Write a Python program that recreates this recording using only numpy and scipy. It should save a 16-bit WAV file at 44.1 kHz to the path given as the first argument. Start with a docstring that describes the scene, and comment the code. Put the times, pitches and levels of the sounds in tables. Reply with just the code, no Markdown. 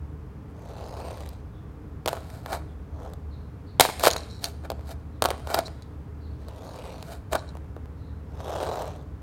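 """Spring toy over a wooden floor

Indoors, one microphone close to a plastic spring toy with a hollow car-shaped top, bounced on a string.
The coils peel apart in a soft rattle and clack shut; each contact runs down the spring as a falling
chirp, and the wire hook ticks in its loop. Behind it are a low hum and faint, distant twittering."""
import sys
import numpy as np
from scipy import signal
from scipy.fft import rfft, irfft, next_fast_len
from scipy.io import wavfile
from scipy.ndimage import uniform_filter1d

SR = 44100
rng = np.random.default_rng(int(sys.argv[2]) if len(sys.argv) > 2 else 0)


def store_pcm(level_fs):
    """Save levels as 16-bit WAV."""
    pcm = np.round(np.clip(level_fs, -1, 1) * 32767).astype(np.int16)
    wavfile.write(sys.argv[1], SR, np.atleast_2d(pcm).T)


N = 406602

# room tone, low rumble: (frequency [Hz], relative density [dB])
RUMBLE_SPECTRUM = [(18, -33.5), (30, -21), (45, -8.5), (65, 0.5), (85, -3.5), (110, -3.5), (150, -12),
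                   (210, -24), (400, -59.5)]
# room tone, soft hiss: (frequency [Hz], relative density [dB])
HISS_SPECTRUM = [(88, -20.5), (150, -0.5), (226, -8), (309, -4.5), (348, -20), (414, -7.5), (589, -20.5),
                 (649, -19.5), (1140, -22), (3040, -40), (4080, -44), (4950, -45), (16000, -62.5)]
# the spring stretching: (peak time [s], rise [s], fall [s], chirp [dB], scrape [dB], scrape lag [s])
STRETCHES = [(1.0, 0.51, 0.41, -41, -54.5, 0.16), (3.05, 0.15, 0.13, -45, -66, 0.0054),
             (6.82, 0.48, 0.29, -43.5, -55.5, 0.057), (8.655, 0.32, 0.35, -31, -47, 0.0024)]
# bending wave in the coils: (frequency [Hz], relative level [dB])
BENDING_SPECTRUM = [(100, -35), (220, -18), (320, -9.5), (450, -1.5), (650, 4), (950, -3.5), (1400, -9.5),
                    (1950, -21), (3000, -32.5), (6000, -64.5)]
# narrower band in which the stretched spring rings: (frequency [Hz], relative level [dB])
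STRETCHED_BAND = [(200, -8), (350, -0.5), (520, 1.5), (720, -2), (1000, -1.5), (1300, -3), (1700, -6.5),
                  (3000, -11)]
# coils rubbing: (frequency [Hz], relative level [dB])
RUB_SPECTRUM = [(700, -17), (1800, -1.5), (2400, 0.5), (2800, 0.5), (3250, 1.5), (4350, 2.5), (4950, -4),
                (5700, -2), (7000, -0.5), (9200, 0), (10400, -9), (11800, -3.5), (16000, -15)]
# single hard contacts between coils: (time [s], tick level [dB], chirp level [dB])
COIL_CLACKS = [(1.29, -41.5, -50), (2.0596, -26, -22.5), (2.0764, -24.5, -20.5), (2.0828, -24, -22.5),
               (2.09, -30, -34), (2.13, -35.5, -21.5), (2.3015, -44, -52), (2.4606, -36.5, -32),
               (2.5293, -33, -26.5), (3.1352, -45, -44.5), (3.7977, -9.5, -9), (3.8062, -10.5, -14),
               (3.8089, -4, -12), (3.8511, -24.5, -17.5), (3.996, -28.5, -38), (4.037, -20.5, -16),
               (4.0535, -16.5, -15.5), (4.0632, -17.5, -21), (4.0705, -17.5, -7.5), (4.7017, -30, -24.5),
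               (4.7174, -42, -27), (5.222, -17.5, -16), (5.2405, -24.5, -25), (5.2506, -28, -18.5),
               (5.2561, -18.5, -16.5), (5.287, -33.5, -23.5), (5.3045, -25, -24), (5.3102, -40, -23.5),
               (5.472, -39, -28), (5.544, -20, -22.5), (5.5888, -24, -21.5), (6.4842, -45, -41),
               (6.7004, -62, -48), (7.0264, -38, -39.5), (7.3315, -28.5, -23.5), (7.3535, -28.5, -21),
               (7.552, -54, -37), (7.57, -50, -43), (7.765, -59, -34), (8.4034, -53, -36.5)]
# tick of a hard contact: (frequency [Hz], relative level [dB])
TICK_SPECTRUM = [(700, -25), (1800, -0.5), (2800, -2.5), (3900, 2.5), (5200, -3.5), (7000, -5.5),
                 (9200, -4), (10400, -10), (12000, -4.5), (16000, -14)]
# modes of the hollow top: (frequency [Hz], relative level [dB], t60 [s])
TOP_MODES = [(269, -12.5, 0.15), (663, -3, .06), (736, -8.5, .045), (956, -6, .03), (1235, -2.5, 0.014),
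             (1364, -3, 0.026), (1470, 1, 0.022), (1650, -6.5, 0.038), (2220, -3.5, 0.025),
             (2440, -5.5, 0.015), (2770, -6, 0.014), (3210, -4, 0.026), (3550, 1.5, 0.016),
             (3950, -0.5, 0.012)]
# distant twittering: (time [s], length [s], pitch [Hz], relative level [dB])
TWITTERS = [(1.519, 0.087, 3500, -64), (2.678, 0.04, 3420, -63), (3.304, 0.066, 4030, -56.5),
            (3.66, 0.067, 4210, -56), (5.112, 0.079, 3950, -65.5), (5.741, 0.11, 3730, -65),
            (6.201, 0.094, 4170, -59.5), (7.97, .16, 4000, -63)]
# runs of coils closing: (peak time [s], rise [s], fall [s], chirp level [dB], tick level [dB])
CLOSING_RUNS = [(2.11, 0.046, 0.19, -41, -50.5), (2.33, 0.14, 0.19, -49.5, -56.5),
                (2.538, 0.077, 0.054, -29, -40.5), (3.811, 0.0092, 0.12, -34, -26.5),
                (4.009, 0.028, 0.024, -33, -41), (4.045, 0.024, .03, -21, -21.5),
                (4.077, 0.02, 0.019, -14.5, -18), (4.444, 0.04, 0.098, -39, -42),
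                (4.652, .025, 0.023, -33.5, -52), (4.917, 0.076, .028, -42, -46),
                (5.263, .012, 0.068, -35.5, -50.5), (5.512, 0.062, 0.064, -30.5, -43),
                (5.546, 0.013, 0.02, -24, -29.5), (5.589, 0.038, 0.02, -21, -38),
                (7.125, 0.14, 0.079, -43, -49.5), (7.331, .016, 0.018, -25, -33),
                (7.354, 0.013, 0.023, -19.5, -39)]
# the wire hook knocking in its loop: (time [s], relative level [dB])
HOOK_KNOCKS = [(4.1042, -23), (4.112, -21), (4.128, -32), (4.1339, -24.5), (4.1652, -26), (4.1806, -35),
               (4.4427, -19), (4.457, -30), (5.6066, -39), (5.8228, -46)]
# modes of hook and loop: (frequency [Hz], relative level [dB], t60 [s])
HOOK_MODES = [(3580, -5, .008), (4094, -2, 0.022), (4400, -0.5, 0.012), (5400, -7.5, 0.0072),
              (6570, -2.5, 0.0074), (6590, -2.5, 0.0094), (9270, -7.5, 0.007), (11600, -20, .008)]
# the hook jiggling after a bounce: (peak time [s], rise [s], fall [s], level [dB])
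HOOK_JIGGLES = [(4.184, 0.033, 0.096, -44), (4.31, 0.028, 0.2, -51.5), (5.665, 0.016, 0.016, -39),
                (7.385, 0.022, 0.052, -47), (7.491, .02, .02, -48.5)]
# wire sliding in its loop: (frequency [Hz], relative level [dB])
SLIDE_SPECTRUM = [(1500, -35), (3200, -21), (3900, 6), (4500, 2), (5200, -5), (6500, -5.5), (9000, -12.5),
                  (16000, -26)]
# decay of the room: (frequency [Hz], t60 [s])
ROOM_DECAY = [(150, 1.0), (600, 0.44), (2000, 0.7), (5000, 0.75), (10000, 0.73), (16000, 1.2)]
# reverberation at the microphone: (frequency [Hz], gain [dB])
ROOM_GAIN = [(150, -12), (600, -11.5), (2000, -13.5), (5000, -17.5), (10000, -17.5), (16000, -41)]
ROUNDED, POINTED = 2.44, 1.22  # exponents that shape a swell


def amp(db):
    """Turns dB into gain."""
    return 10 ** (np.asarray(db) / 20)


def unit_rms(x):
    """Scales to rms 1."""
    return x / np.sqrt(np.mean(x ** 2) + 1e-20)


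def with_energy(x, energy):
    """Scales a blow so that its squared samples sum to energy."""
    return x * np.sqrt(energy / np.sum(x ** 2))


def curve_at(points, hz):
    """Joins points by straight lines over log frequency."""
    point_hz, value = np.transpose(points)
    return np.interp(np.log(hz + 1), np.log(point_hz + 1), value)


def add(mix, s, sound):
    """Mixes a sound in at time s."""
    part = mix[round(s * SR):][:len(sound)]
    part += sound[:len(part)]


def coloured(x, spectrum):
    """Filters x by a curve of (frequency [Hz], gain [dB])."""
    size = next_fast_len(len(x))
    gain = amp(curve_at(spectrum, np.fft.rfftfreq(size, 1 / SR)))
    return irfft(rfft(x, size) * gain, size)[:len(x)]


def drift(per_s):
    """A random wander of rms 1."""
    knots = rng.standard_normal(2 ** 14)
    return unit_rms(np.interp(np.arange(N) / SR * per_s, np.arange(len(knots)), knots))


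def swell(peak, rise, fall, shape, edge_db=-23):
    """A gain of 1 at the peak, passing edge_db one rise before it and one fall after."""
    start, out = max(peak - 2 * rise, 0), np.zeros(N)
    t = np.arange(start, peak + 2 * fall, 1 / SR) - peak
    add(out, start, amp(edge_db * np.maximum(-t / rise, t / fall) ** shape))
    return out


def room_tone(hum_hz=74.7, waver=.38, hum_db=-42.0, rumble_db=-41.5, hiss_db=-46.5):
    """The bed of the room: a wavering hum in low rumble, under soft hiss."""
    hum_gain = np.sqrt(2) * (1 + waver * drift(3.3))
    hum = hum_gain * np.sin(2 * np.pi * hum_hz * np.arange(N) / SR + .5 * drift(4.6))
    rumble = unit_rms(coloured(rng.standard_normal(N), RUMBLE_SPECTRUM))
    hiss = unit_rms(coloured(rng.standard_normal(N), HISS_SPECTRUM))
    return amp(hum_db) * hum + amp(rumble_db) * rumble + amp(hiss_db) * hiss


def coil_chirp(hardness_db=0, sweep_s=0.001309, echo_s=.0068, echo_db=-10, ripple_db=3.0):
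    """A bending wave runs down the spring, treble first: delay ~ 1 / sqrt(frequency)."""
    hz = np.fft.rfftfreq(4096, 1 / SR)
    path, pitch, round_trip = np.exp(rng.standard_normal(3) * [.15, .08, .25])
    pitch *= np.exp(.015 * hardness_db)  # a harder contact is briefer, so higher
    phase = 4 * np.pi * sweep_s * path * np.sqrt(hz * 1000)
    # each return from the spring's end is more drawn out
    echo = amp(echo_db) * np.exp(-1j * (phase + 2 * np.pi * hz * echo_s * round_trip))
    ripple = np.interp(hz, np.arange(100) * 220, rng.standard_normal(100))
    magnitude = amp(curve_at(BENDING_SPECTRUM, hz / pitch) + ripple_db * ripple)
    return with_energy(irfft(magnitude * np.exp(-1j * phase) / (1 - echo)), 176)


def tick(spectrum, rise_s=0.00013, decay_s=0.00069, tail_s=.004, tail_db=-16):
    """A hard contact: a snap of noise with a brief ringing tail."""
    t = np.arange(1024) / SR
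    envelope = (np.exp(-t / decay_s) + amp(tail_db) * np.exp(-t / tail_s)) * (1 - np.exp(-t / rise_s))
    burst = np.pad(envelope * rng.standard_normal(len(t)), (8, 120))
    return with_energy(coloured(burst, spectrum), 88)


def coil_contacts(per_s, spread_db, spectrum, tick_spread_db, variants=24):
    """Coils touching at random: a stream of chirps and one of ticks, each of rms 1."""
    chance, variant = rng.random(N), rng.integers(0, variants, N)
    force, hardness = np.clip(rng.standard_normal((2, N)), -2, 2)
    sounds = [(coil_chirp(), tick(spectrum)) for _ in range(variants)]
    chirps, ticks = np.zeros((2, N))
    for i in np.flatnonzero(chance < per_s / SR):
        wave, click = sounds[variant[i]]
        add(chirps, i / SR, amp(spread_db * force[i]) * wave)
        add(ticks, i / SR, amp(spread_db * force[i] + tick_spread_db * hardness[i]) * click)
    return unit_rms(chirps), unit_rms(ticks)


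def wandering_resonances(x, depth_db=3.4):
    """Hollow resonances come and go as the contact travels along the spring."""
    bands = signal.stft(x, nperseg=512)[2]
    patches = uniform_filter1d(rng.standard_normal(bands.shape), size=7, axis=0)
    patches = uniform_filter1d(patches, size=28, axis=1)
    return signal.istft(bands * amp(depth_db * unit_rms(patches)), nperseg=512)[1][:N]


def spring_stretching(rub_db=-8, fizz_db=-7, fizz_growth=1.15):
    """The coils peel apart one by one; their rubbing peaks later and brightens with tension."""
    chirps, ticks = coil_contacts(per_s=520, spread_db=1.5, spectrum=RUB_SPECTRUM, tick_spread_db=2.5)
    chirps = unit_rms(coloured(chirps, STRETCHED_BAND))
    rub = unit_rms(coloured(rng.standard_normal(N), RUB_SPECTRUM))
    friction = wandering_resonances(ticks + amp(rub_db) * rub)
    low = coloured(friction, [(6200, -1.5), (7000, -11), (8500, -54)])
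    scrape, fizz = unit_rms(low), unit_rms(friction - low)
    out = np.zeros(N)
    for peak, rise, fall, chirp_db, scrape_db, lag in STRETCHES:
        tension = swell(peak + lag, rise + lag, fall - lag, ROUNDED)
        out += amp(chirp_db) * swell(peak, rise, fall, ROUNDED) * chirps
        out += amp(scrape_db) * (tension * scrape + amp(fizz_db) * tension ** fizz_growth * fizz)
    return out


def coil_snaps(per_s=22, tick_trim_db=-7, chirp_trim_db=-12):
    """Now and then during a stretch a coil sticks and snaps free."""
    chirps, ticks = coil_contacts(per_s, spread_db=-0.5, spectrum=RUB_SPECTRUM,
                                  tick_spread_db=2.0, variants=8)
    out = np.zeros(N)
    for peak, rise, fall, chirp_db, scrape_db, lag in STRETCHES:
        tension = swell(peak + lag, rise + lag, fall - lag, ROUNDED)
        out += tension * (amp(scrape_db + tick_trim_db) * ticks + amp(chirp_db + chirp_trim_db) * chirps)
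    return out


def ring(modes, detune):
    """Each blow rings the modes in a new mixture."""
    t, out = np.arange(2048) / SR, np.zeros(2048)
    for hz, db, t60 in modes:
        weight = rng.choice([-1, 1]) * rng.uniform(0.38, 1)
        out += weight * amp(db - 60 * t / t60) * np.sin(2 * np.pi * hz * rng.normal(1, detune) * t)
    return with_energy(out, 88)


def coil_clacks(hardness_offset_db=5, slam_db=-9.5, top_db=-12, top_growth=1.4):
    """Coils clack shut: a tick, its chirp, and the hollow top's ring, which grows with the force."""
    out = np.zeros(N)
    for s, tick_db, chirp_db in COIL_CLACKS:
        force_db = (tick_db + chirp_db) / 2
        add(out, s, amp(tick_db) * tick(TICK_SPECTRUM))
        add(out, s, amp(chirp_db) * coil_chirp(tick_db - chirp_db + hardness_offset_db))
        add(out, s, amp(top_db + top_growth * (force_db - slam_db)) * ring(TOP_MODES, detune=0.0097))
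    return out


def distant_twitters(glide=0.075, trill_hz=42, trill=.05, rasp=0.051):
    """Far from the microphone, quick raspy trills that fall a little in pitch."""
    flutter = trill * np.sin(2 * np.pi * trill_hz * np.arange(N) / SR) + rasp * drift(1500)
    out = np.zeros(N)
    for s, length, hz, db in TWITTERS:
        progress = np.linspace(0, 1, round(length * SR))
        pitch = hz * (1 + glide * (.5 - progress) + flutter[round(s * SR):][:len(progress)])
        envelope = np.sqrt(2 * abs(np.sin(np.pi * progress)))
        add(out, s, amp(db) * envelope * np.sin(2 * np.pi * np.cumsum(pitch) / SR))
    return out


def spring_closing(top_db=-6, cavity_hz=675, cavity_q=9, cavity_db=-5):
    """Crowded contacts swell and stop; the hollow top and the air inside it ring along."""
    chirps, ticks = coil_contacts(per_s=1200, spread_db=2.5, spectrum=TICK_SPECTRUM, tick_spread_db=0)
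    top = signal.oaconvolve(ticks, ring(TOP_MODES, detune=0.015))[:N]
    top = coloured(top, [(700, 2.5), (1500, -8.5), (2500, -15), (4000, -31.5)])
    cavity = signal.lfilter(*signal.iirpeak(cavity_hz, cavity_q, SR), chirps)
    body = unit_rms(chirps + amp(top_db) * unit_rms(top) + amp(cavity_db) * unit_rms(cavity))
    return sum(swell(peak, rise, fall, POINTED) * (amp(chirp_db) * body + amp(tick_db) * ticks)
               for peak, rise, fall, chirp_db, tick_db in CLOSING_RUNS)


def slam_thud(s=3.8065, hz=128, db=-18, t60=.04):
    """The hardest slam also gives a low thud."""
    out, t = np.zeros(N), np.arange(8192) / SR
    add(out, s, amp(db - 60 * t / t60) * np.sin(2 * np.pi * hz * t))
    return out


def hook_knocks(ring_db=-1, click_db=-7, chatter_s=0.0053, chatter_db=-10):
    """The wire clicks in its loop, rings briefly and chatters."""
    out = np.zeros(N)
    for s, db in HOOK_KNOCKS:
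        add(out, s, amp(db + ring_db) * ring(HOOK_MODES, detune=0.036))
        add(out, s, amp(db + click_db) * tick(TICK_SPECTRUM))
        for shift in chatter_s * rng.uniform(-0.92, 2, size=3):
            add(out, s + shift, amp(db + chatter_db) * rng.random() * ring(HOOK_MODES, detune=0.035))
    return out


def hook_jiggle(per_s=700):
    """After a bounce the loose wire makes many tiny touches on its loop."""
    touches = rng.standard_normal(N) * (rng.random(N) < per_s / SR)
    scratches = signal.oaconvolve(touches, rng.standard_normal(64))[:N]
    wire = unit_rms(coloured(scratches, SLIDE_SPECTRUM))
    return wire * sum(amp(db) * swell(peak, rise, fall, POINTED) for peak, rise, fall, db in HOOK_JIGGLES)


def room_reverb(x, per_s=4000, build_s=0.0026):
    """Sparse reflections off floor and walls, each band dying at its own speed."""
    taps = rng.standard_normal(SR) * (rng.random(SR) < per_s / SR)
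    taps *= 1 - np.exp(-np.arange(SR) / SR / build_s)
    hz, t, bands = signal.stft(taps, SR, nperseg=256)
    decay = amp(-60 * t / curve_at(ROOM_DECAY, hz)[:, None])
    tail = signal.istft(bands * decay, SR, nperseg=256)[1]
    return signal.fftconvolve(x, coloured(tail / np.linalg.norm(tail), ROOM_GAIN))[:N]


def scene(far_direct_db=-8, far_room_db=10, hook_room_db=-6):
    """In mono: the toy is close and fairly dry; the distant twitters carry more of the room."""
    toy = spring_stretching() + coil_snaps() + spring_closing() + coil_clacks() + slam_thud()
    wire = hook_knocks() + hook_jiggle()
    far = distant_twitters()
    reverb = room_reverb(toy + amp(hook_room_db) * wire + amp(far_room_db) * far)
    return (toy + wire + amp(far_direct_db) * far + reverb + room_tone())[None]


def record(dry):
    """The hardest clack overloads the microphone; the highest treble is then cut off."""
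    lowpass = signal.firwin(511, cutoff=16250, window=("kaiser", 9), fs=SR)
    return signal.oaconvolve(np.clip(dry, -1, 1), lowpass[None], "same")


dry = scene()
out = record(dry)
store_pcm(out)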